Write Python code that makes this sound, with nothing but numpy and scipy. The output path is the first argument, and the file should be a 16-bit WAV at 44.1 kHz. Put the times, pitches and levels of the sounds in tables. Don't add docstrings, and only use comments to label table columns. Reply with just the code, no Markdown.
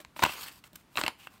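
import sys
import numpy as np
from scipy import signal
from scipy.fft import rfft, irfft, next_fast_len
from scipy.io import wavfile
from scipy.ndimage import uniform_filter1d, map_coordinates

SR = 44100
rng = np.random.default_rng(int(sys.argv[2]) if len(sys.argv) > 2 else 0)


def store_wav(level_fs):
    pcm = np.round(np.clip(np.atleast_2d(level_fs), -1, 1) * 32767)
    wavfile.write(sys.argv[1], SR, pcm.T.astype(np.int16))


N = 61739

# t/s, rise/s, length/s, fall/s, level/dB, tilt/(dB/oct)
RUB_STROKES = [(.001, 0.0018, 0.008, 0.011, -51.5, -1), (0.514, .01, 0.015, .003, -56.5, 3),
               (0.637, 0.0029, 0.042, .002, -58, -0.5), (0.728, 0.019, 0.082, .015, -64, -0.7),
               (0.7538, 0.0034, 0.0061, 0.0029, -44, 1.5), (0.898, 0.043, .055, .004, -62, 1),
               (.958, 0.0055, 0.036, 0.0037, -43.5, 0.8), (0.987, 0.0041, 0.018, 0.0069, -38, -1.5),
               (1.007, .004, 0.0507, 0.0026, -44.5, -3.7), (1.041, 0.0036, .005, 0.0064, -39.5, -10.5),
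               (1.07, 0.0058, 0.016, 0.015, -40, -6.4), (1.171, 0.027, 0.1, 0.011, -59, 0),
               (1.299, 0.0084, 0.083, .01, -63.5, -2), (1.33, 0.011, 0.0098, 0.0039, -58.5, 0.5)]
# f/Hz, level/dB
FRICTION_SPECTRUM = [(20, -27.5), (80, -17.5), (300, -8.5), (650, -8), (1050, 1.5), (1900, -4),
                     (2800, -2.5), (4500, -7), (6200, -11), (8000, -6), (10500, -12.5), (13500, -5.5),
                     (16000, -11)]
# t/s, crack level/dB, crack t60/s, crack tilt/(dB/oct), crack cut-off/Hz,
# panel level/dB, edge level/dB, box level/dB
CONTACTS = [(.002, -53.5, .03, 6, 8840, -76, -79, -48.5), (0.0486, -46.5, 0.006, 2, 11060, -51, -65, -107),
            (0.163, -44.5, 0.0207, -4, 11830, -42, -50, -45.5),
            (.193, -35.5, 0.0095, 0.5, 7000, -33, -60, -43),
            (0.2224, -25.5, 0.042, -3, 12160, -51, -46, -33.5),
            (.226, -29.5, 0.015, 1, 16100, -45, -46.5, -59),
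            (0.2277, -38, .012, 2, 7760, -22, -46.5, -30.5),
            (0.2338, -25, 0.0053, 1.5, 7560, -26.5, -31, -65),
            (0.2372, -18.5, 0.013, 0.5, 15870, -15.5, -36, -27.5),
            (0.2501, -27.5, 0.05, -.5, 9120, -29.5, -24, -33.5),
            (.262, -34, 0.01, 2.5, 14000, -25, -51, -34), (0.293, -38.5, .022, -11, 9020, -44, -38.5, -42),
            (0.6393, -51, 0.03, 3.5, 11900, -87, -54, -60),
            (.7315, -56.5, .012, 9.5, 15150, -72, -83, -58.5),
            (0.9561, -40, 0.0059, 4, 4150, -50, -41, -45), (0.9723, -25.5, 0.019, -2, 9460, -38, -28, -52),
            (0.9821, -26.5, 0.013, -1, 5930, -39, -52, -40), (0.9871, -29, .03, -8.5, 12050, -51, -58, -34),
            (1.0131, -30, 0.013, 1, 9040, -30.5, -46, -39.5),
            (1.0371, -28.5, 0.0065, 0.5, 14000, -59, -33, -32.5),
            (1.0637, -29.5, 0.021, 0, 13200, -34, -27, -54),
            (1.08, -26.5, 0.0065, 1, 12900, -28.5, -42, -43),
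            (1.2713, -41, 0.016, 2.5, 3330, -57, -45.5, -61)]
# f/Hz, level/dB
CRACK_SPECTRUM = [(20, -32), (70, -10), (400, -13.5), (750, -0.5), (1200, 4), (2000, -0.5), (3000, -3),
                  (4200, -3.5), (6000, -15), (8500, -14.5), (11000, -21.5), (16000, -15)]
# f/Hz, relative level/dB, t60/s
PANEL_MODES = [(910, -9.5, 0.054), (981, 11, 0.02), (1114, -2.5, .021), (1433, -8, 0.041)]
EDGE_MODES = [(2117, -0.5, 0.018), (2590, -14.5, 0.017), (2692, 6, 0.015), (3160, -7, 0.022)]
BOX_MODES = [(71.5, -11.5, 0.11), (169.3, -10, 0.071), (245.6, -6, 0.065), (309, 2, 0.059),
             (597, 4.5, 0.045)]
TABLE_MODES = [(60.6, -5.5, 0.14), (84.4, -5, 0.11), (125, -12, 0.046), (161.4, -1.5, 0.061)]
# t/s, level/dB
TABLE_BUMPS = [(0.069, -52.5), (0.232, -45), (.3, -58), (.42, -54), (.45, -64), (0.553, -60), (0.734, -53),
               (0.973, -51), (1.347, -64.5)]
# t/s, level/dB, brightness (dullest at -2, brightest at 2)
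SLIDE_PATH = [(0.157, -63, 2), (0.169, -50.5, 3), (.2, -44.5, -3), (.222, -44, 0), (.28, -44, -3.5),
              (.325, -41, .5), (.36, -46, -1), (.405, -43, 0.5), (0.441, -39.5, 1), (0.456, -46, -1),
              (.485, -42, 1), (.503, -53, -3.5), (.55, -57.5, 1), (0.586, -57, 2), (.62, -92.5, 7)]
# f/Hz, width/Hz, level/dB re plain friction
SCRAPE_BANDS = [(2650, 150, -6.5), (3090, 110, -7.5), (4700, 1000, -1.5)]
# t/s, rise/s, length/s, fall/s, level/dB
EDGE_DRAGS = [(.245, 0.0034, 0.01, 0.064, -38.5), (0.294, .01, 0.021, .01, -57),
              (1.076, 0.0068, 0.0088, 0.0036, -41), (1.186, 0.018, 0.066, .012, -56.5)]
# f/Hz, t60/s
ROOM_DECAY = [(100, 0.15), (1000, 0.24), (3000, 0.27), (12000, 0.27)]
# f/Hz, level/dB
ROOM_SPECTRUM = [(20, -2.5), (40, -2), (65, 0), (170, 0.5), (300, -2), (450, -12.5), (1000, -10.5),
                 (2800, -18), (6000, -24.5), (16000, -30.5)]


def amp(db):
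    return 10 ** (np.asarray(db) / 20)


def unit(x):
    return x / np.sqrt(np.mean(x ** 2) + 1e-20)


def along(points, hz):
    f, v = np.transpose(points)
    return np.interp(np.log(hz + 1), np.log(f + 1), v)


def coloured(x, spectrum, tilt_db_oct=0):
    m = 2 * next_fast_len(len(x))
    hz = np.fft.rfftfreq(m, 1 / SR)
    gain_db = along(spectrum, hz) + tilt_db_oct * np.log2(1 + hz / 500)
    cepstrum = irfft(np.log(amp(gain_db)))
    cepstrum[1:m // 2] *= 2
    cepstrum[m // 2 + 1:] = 0
    return irfft(rfft(x, m) * np.exp(rfft(cepstrum)), m)[:len(x)]


def stroke(start_s, rise_s, length_s, fall_s):
    t = np.arange(N) / SR - start_s
    return np.clip(t / rise_s, 0, 1) * np.exp(-np.maximum(t - length_s, 0) / fall_s)


def fibres(slips_per_s=2500, slip_share=0.4, judder_db=1.5, judder_per_s=260):
    slips = unit(rng.standard_normal(N) * (rng.random(N) < slips_per_s / SR))
    judder = map_coordinates(rng.standard_normal(N // 16), [np.arange(N) * judder_per_s / SR])
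    hiss = rng.standard_normal(N)
    return (np.sqrt(slip_share) * slips + np.sqrt(1 - slip_share) * hiss) * amp(judder_db * judder)


def rubs():
    return sum(amp(db) * stroke(*timing) * unit(coloured(fibres(), FRICTION_SPECTRUM, tilt))
               for *timing, db, tilt in RUB_STROKES)


def blow(x):
    return x * np.sqrt(.005 * SR / (np.sum(x ** 2) + 1e-20))


def ring(modes, t, rise_s=0.00029, scatter_rad=0.67):
    x = np.zeros(len(t))
    for hz, db, t60 in modes:
        decay = amp(db + rng.normal(0, 1) - 60 * t / t60)
        x += decay * np.cos(2 * np.pi * hz * t + scatter_rad * rng.normal())
    return blow(x * (1 - np.exp(-t / rise_s)))


def taps(rise_s=0.0002, treble_db=-13):
    out, t = np.zeros(N + SR), np.arange(SR // 6) / SR
    for start_s, crack_db, t60, tilt, cut_hz, panel_db, edge_db, box_db in CONTACTS:
        crush = rng.standard_normal(len(t)) * amp(-60 * t / t60) * (1 - np.exp(-t / rise_s))
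        softness = [(cut_hz, 0), (cut_hz * 1.13, treble_db)]
        crack = amp(crack_db) * blow(coloured(coloured(crush, CRACK_SPECTRUM, tilt), softness))
        panel = amp(panel_db) * ring(PANEL_MODES, t)
        edge = amp(edge_db) * ring(EDGE_MODES, t)
        thump = amp(box_db) * ring(BOX_MODES, t)
        out[round(start_s * SR):][:len(t)] += crack + panel + edge + thump
    return out[:N]


def bumps(rise_s=.008):
    out, t = np.zeros(N + SR), np.arange(SR // 4) / SR
    for start_s, db in TABLE_BUMPS:
        bump = blow(ring(TABLE_MODES, t) * (1 - np.exp(-t / rise_s)))
        out[round(start_s * SR):][:len(t)] += amp(db) * bump
    return out[:N]


def patchy(x, depth_db=2):
    z = signal.stft(x, nperseg=512)[2]
    patches = uniform_filter1d(rng.standard_normal(z.shape), size=5, axis=0)
    patches = uniform_filter1d(patches, size=7, axis=1)
    return signal.istft(z * amp(depth_db * unit(patches)), nperseg=512)[1][:N]


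def scraped(grit, tilt_db_oct):
    friction = coloured(grit, FRICTION_SPECTRUM, tilt_db_oct)
    resonances = sum(amp(db) * signal.lfilter(*signal.iirpeak(hz, hz / width_hz, SR), friction)
                     for hz, width_hz, db in SCRAPE_BANDS)
    return unit(friction + resonances)


def slide():
    times_s, db, brightness = np.transpose(SLIDE_PATH)
    t = np.arange(N) / SR
    grit = patchy(fibres())
    dull, bright = scraped(grit, tilt_db_oct=-2.3), scraped(grit, tilt_db_oct=1.1)
    mix = np.interp(np.interp(t, times_s, brightness), [-2, 2], [0, 1])
    envelope = amp(np.interp(t, times_s, db, left=-120, right=-120))
    return envelope * ((1 - mix) * dull + mix * bright)


def edge_rasp(hz=2730, width_hz=500):
    rasp = unit(signal.lfilter(*signal.iirpeak(hz, hz / width_hz, SR), fibres()))
    return rasp * sum(amp(db) * stroke(*timing) for *timing, db in EDGE_DRAGS)


def room(x, walls_db=-17, walls_t60_s=0.14, tail_db=-17.5, delay_s=0.0026):
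    hz, frames_s, z = signal.stft(rng.standard_normal(SR // 2), SR, nperseg=256)
    decay = amp(-60 * frames_s / along(ROOM_DECAY, hz)[:, None])
    tail = signal.istft(z * decay, SR, nperseg=256)[1]
    t = np.arange(len(tail)) / SR
    tail *= t > delay_s
    walls = rng.standard_normal(len(t)) * amp(-60 * t / walls_t60_s) * (t > delay_s)
    response = amp(tail_db) * tail / np.linalg.norm(tail) + amp(walls_db) * walls / np.linalg.norm(walls)
    return signal.fftconvolve(x, response)[:N]


def scene(floor_db=-63):
    card = taps() + slide() + rubs() + edge_rasp()
    mix = card + room(card) + bumps()
    room_tone = amp(floor_db) * unit(coloured(rng.standard_normal(N), ROOM_SPECTRUM))
    return (mix + room_tone)[None]


def record(dry, low_hz=43, top_hz=15850):
    m = next_fast_len(N + SR // 4)
    highpassed = signal.lfilter(*signal.butter(2, low_hz, "high", fs=SR), dry)
    lowpass = 1 / (1 + (np.fft.rfftfreq(m, 1 / SR) / top_hz) ** 160)
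    return irfft(rfft(highpassed, m) * lowpass, m)[:, :N]


dry = scene()
out = record(dry)
store_wav(out)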